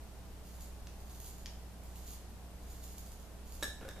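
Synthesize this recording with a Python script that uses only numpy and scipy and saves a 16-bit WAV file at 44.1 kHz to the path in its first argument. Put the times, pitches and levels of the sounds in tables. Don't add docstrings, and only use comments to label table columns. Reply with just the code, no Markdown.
import sys
import numpy as np
from scipy import signal
from scipy.fft import rfft, irfft
from scipy.io import wavfile

SR = 44100
rng = np.random.default_rng(int(sys.argv[2]) if len(sys.argv) > 2 else 0)


def transcribe(signal):
    frames = np.atleast_2d(signal).T
    limited = np.clip(frames, -1, 1)
    pcm = np.round(limited * 32767).astype(np.int16)
    wavfile.write(sys.argv[1], SR, pcm)


N = 176400
TIME, FREQ = np.arange(N) / SR, np.arange(N // 2 + 1) * SR / N


def undb(db):
    return 10 ** (np.asarray(db) / 20)


def unit(x):
    return x / np.sqrt(np.mean(x ** 2))


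def along(points, hz):
    freqs, values = np.array(points, float).T
    return np.interp(np.log(np.maximum(hz, 1)), np.log(freqs), values)


def colour(points):
    cepstrum = irfft(np.log(undb(along(points, FREQ))))
    cepstrum[1:N // 2] *= 2
    cepstrum[N // 2 + 1:] = 0
    response = np.exp(rfft(cepstrum))
    return response / np.sqrt(np.mean(abs(response) ** 2))


def resonance(hz, width):
    return 1j * FREQ * width / (hz ** 2 - FREQ ** 2 + 1j * FREQ * width)


def through(x, response):
    return signal.fftconvolve(x, irfft(response)[:N // 10])[:N]


def walk(rate_hz):
    return np.interp(TIME * rate_hz, np.arange(N), rng.standard_normal(N))


def burst(start, decay_s):
    age = TIME - start
    noise = rng.standard_normal(N) * (age >= 0) * np.exp(-np.clip(age / decay_s, 0, 20))
    return noise / np.sqrt(np.sum(noise ** 2))


# (frequency [Hz], coherence [0-1])
MIC_COHERENCE = [(30, 0.87), (130, 0.74), (290, 0.65), (640, 0.76), (1400, 0.47), (3080, 0.053),
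                 (14000, .01)]


def diffuse(size):
    mid, side = rfft(rng.standard_normal((2, size)))
    coherence = along(MIC_COHERENCE, np.arange(len(mid)) * SR / size)
    return mid * np.sqrt(1 + coherence) + np.array([[1], [-1]]) * side * np.sqrt(1 - coherence)


# (frequency [Hz], relative density [dB])
AIR_SPECTRUM = [(12, -4), (28, 4), (42, -5), (80, -3.5), (150, -12), (300, -15.5), (520, -17.5), (760, -17),
                (1200, -24), (2200, -28.7), (5000, -31), (10000, -32.5), (14500, -33)]
# (frequency [Hz], level [dB])
MAINS_HARMONICS = [(59.95, -51), (120, -71), (179.8, -65), (299.7, -72), (420, -75), (660, -77.5)]


def room_tone():
    air = undb(-52) * unit(irfft(undb(along(AIR_SPECTRUM, FREQ)) * diffuse(N)))
    hum = 0
    for hz, db in MAINS_HARMONICS:
        amplitude = np.sqrt(2) * undb(db + walk(rate_hz=3.04))
        hum += amplitude * np.sin(2 * np.pi * (hz * TIME + rng.random()))
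    fan_band = resonance(hz=215.5, width=24) ** 2
    fan = undb(-68) * unit(irfft(rfft(rng.standard_normal(N)) * fan_band))
    return air + (hum + fan) * undb([[-1], [1]])


# (frequency [Hz], t60 [s])
WALL_DECAY = [(125, 0.31), (1500, 0.31), (4000, 0.47), (8000, 0.45), (14000, 0.26)]


def bathroom(x, tail_db, pan_db=0, left_lag_s=0):
    age = TIME[:N // 5]
    freqs = np.arange(len(age) // 2 + 1) * SR / len(age)
    noise, tail = diffuse(len(age)), 0
    edges_hz = [0, 350, 700, 1400, 2800, 5000, 8000, 11000, 23000]
    for low, high in zip(edges_hz, edges_hz[1:]):
        band = irfft(noise * ((freqs >= low) & (freqs < high)))
        tail += band * undb(-60 * age / along(WALL_DECAY, (low + high) / 2))
    delay_s, build_s = .0031, .0043
    tail *= np.clip((age - delay_s) / build_s, 0, 1)
    tail /= np.sqrt(np.sum(tail ** 2) / 2)
    left = irfft(rfft(x) * np.exp(-2j * np.pi * FREQ * left_lag_s))
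    reflected = signal.fftconvolve(x[None], tail, axes=1)[:, :N]
    return (np.array([left, x]) + undb(tail_db) * reflected) * undb([[pan_db / 2], [-pan_db / 2]])


# (time [s], length [s], level [dB])
RAZOR_STROKES = [(0.435, 0.14, -59), (.598, 0.076, -57.5), (1.058, 0.17, -59), (1.216, 0.077, -52),
                 (1.326, .09, -63), (1.854, .09, -62), (1.956, .04, -59), (2.013, 0.063, -59),
                 (2.06, 0.072, -53), (2.605, 0.11, -62), (2.689, 0.15, -58.5), (2.823, 0.036, -53),
                 (2.875, .06, -58.5), (2.963, 0.03, -55.5), (3.02, 0.057, -63), (3.18, 0.037, -67),
                 (3.461, 0.036, -53.5), (3.51, 0.17, -55.5)]
# (time [s], level [dB])
EDGE_SNAGS = [(.608, -47.5), (.623, -55), (0.659, -57), (1.003, -53.5), (1.098, -51.5), (1.149, -52),
              (1.201, -46.5), (1.383, -51), (1.836, -55), (1.958, -48.5), (2.106, -50), (2.135, -48.5),
              (2.839, -47.5), (2.982, -45.5), (3.062, -50), (3.119, -49), (3.126, -62), (3.198, -56),
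              (3.229, -57), (3.522, -49.5), (3.609, -49)]


def stubble():
    attack_s, release_s, snag_s = .012, .022, .0029
    hairs_per_s, spread_db, judder_db = 3000, 3.2, 2.8
    pressure = 0
    for start, length, db in RAZOR_STROKES:
        rise = np.clip((TIME - start) / attack_s + .5, 0, 1)
        fall = np.exp(-np.maximum(TIME - start - length, 0) / release_s)
        pressure += undb(db) * rise * fall
    snaps = (rng.random(N) < hairs_per_s / SR) * rng.choice([-1, 1], N)
    strength = undb(spread_db * np.minimum(rng.exponential(size=N), 6))
    judder = undb(judder_db * walk(rate_hz=55))
    snags = sum(undb(db) * (TIME >= start) * np.exp(-abs(TIME - start) / snag_s)
                for start, db in EDGE_SNAGS)
    return unit(snaps * strength * judder) * pressure + undb(7) * snags * rng.standard_normal(N)


# (frequency [Hz], width [Hz], level [dB])
BLADE_MODES = [(4460, 900, -6), (6880, 700, 3), (9450, 450, -8), (10580, 600, .5), (12900, 550, 5),
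               (13800, 1100, 2)]
# (frequency [Hz], level [dB])
RASP_SPECTRUM = [(300, -16), (1500, -24), (2800, -6), (5500, -5.5), (8200, -5.5), (11500, -4.5),
                 (14500, -12)]
# (frequency [Hz], left minus right [dB])
MIC_BALANCE = [(3000, 1.5), (7000, -0.5), (10500, -5.5), (13500, -6.5)]


def razor():
    blade_power = sum(abs(undb(db) * resonance(hz, width)) ** 2 for hz, width, db in BLADE_MODES)
    spectrum_db = 10 * np.log10(undb(along(RASP_SPECTRUM, FREQ)) ** 2 + blade_power)
    body = colour(np.column_stack([FREQ, spectrum_db])[1:])
    scrape = bathroom(undb(-5) * through(stubble(), body), tail_db=0, left_lag_s=.00004)
    balance = undb(np.array([[.5], [-.5]]) * along(MIC_BALANCE, FREQ))
    return irfft(rfft(scrape) * balance)


# (time [s], level [dB])
LATHER_TICKS = [(.8705, -29), (.874, -36), (1.4592, -22), (1.466, -28)]
# (frequency [Hz], level [dB])
TICK_SPECTRUM = [(300, -33), (1300, -9), (2300, 1), (3500, -5), (4300, 0.5), (6300, 0), (8000, -13),
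                 (14500, -12)]


def lather():
    ticks = sum(undb(db) * burst(start, decay_s=.0018) for start, db in LATHER_TICKS)
    return bathroom(through(ticks, colour(TICK_SPECTRUM)), tail_db=-2, pan_db=-1, left_lag_s=.00002)


# (time [s], level [dB], dull above [Hz], share of free ring time [0-1], pitch [ratio])
METAL_CONTACTS = [(3.6265, -7.5, 2980, 0.83, 0.99), (3.6289, -15.5, 10000, .3, 0.99),
                  (3.6325, -7.5, 13900, 0.99, 1), (3.642, -16.5, 18000, 0.27, 0.96),
                  (3.8885, -20, 12000, 0.37, .97), (3.910, -26.5, 6000, .5, 0.96)]
# (frequency [Hz], level [dB], t60 [s])
METAL_MODES = [(1694, -2.5, .07), (1755, -9, .38), (1782, -8, .1), (3824, 6, 0.027), (3824, -14.5, .2),
               (3910, -10.5, .06), (5510, -5, 0.047), (5556, -13, .25), (6520, -7, .045),
               (6720, -5.5, .045), (7940, -2, 0.034), (8100, -7, 0.063), (8950, -7, 0.033),
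               (10350, -2, .02)]
# (frequency [Hz], level [dB])
CRACK_SPECTRUM = [(100, -16), (280, 1), (550, 5.5), (1050, -5.5), (1550, -2), (2300, -4.5), (3900, -5),
                  (7000, -0.5), (9500, -3.5), (14500, -1)]


def metal_clinks():
    clinks = 0
    for start, db, dull_hz, ring_share, pitch in METAL_CONTACTS:
        age = np.maximum(TIME - start, 0)
        ring = sum(undb(mode_db - 60 * age / (t60 * ring_share)) * np.sin(2 * np.pi * hz * pitch * age)
                   for hz, mode_db, t60 in METAL_MODES)
        ring /= np.sqrt(np.sum(ring ** 2))
        crack = through(burst(start, decay_s=.0035), colour(CRACK_SPECTRUM))
        hit = undb(-3) * ring + undb(-3.5) * crack
        pole = np.exp(-2 * np.pi * dull_hz / SR)
        clinks += undb(db) * signal.lfilter([1 - pole], [1, -pole], hit)
    return bathroom(clinks, tail_db=-2.5, pan_db=-1, left_lag_s=.00002)


# (time [s], level [dB])
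HANDLING_BUMPS = [(3.810, -20), (3.828, -23.5), (3.849, -20.5), (3.88, -20), (3.962, -24), (3.988, -29)]
# (frequency [Hz], level [dB])
BUMP_SPECTRUM = [(50, 7), (130, 0), (300, -1.5), (500, 2), (1050, -15), (1450, -2.5), (2000, -15),
                 (2800, -16), (4500, -25.5), (14000, -31)]


def handling():
    bumps = sum(undb(db) * burst(start, decay_s=.012) for start, db in HANDLING_BUMPS)
    return bathroom(through(bumps, colour(BUMP_SPECTRUM)), tail_db=-2.5)


def scene():
    return room_tone() + razor() + lather() + metal_clinks() + handling()


def record(dry):
    top_hz = 14150
    return signal.sosfilt(signal.ellip(12, .1, 70, top_hz, fs=SR, output="sos"), dry)


dry = scene()
out = record(dry)
transcribe(out)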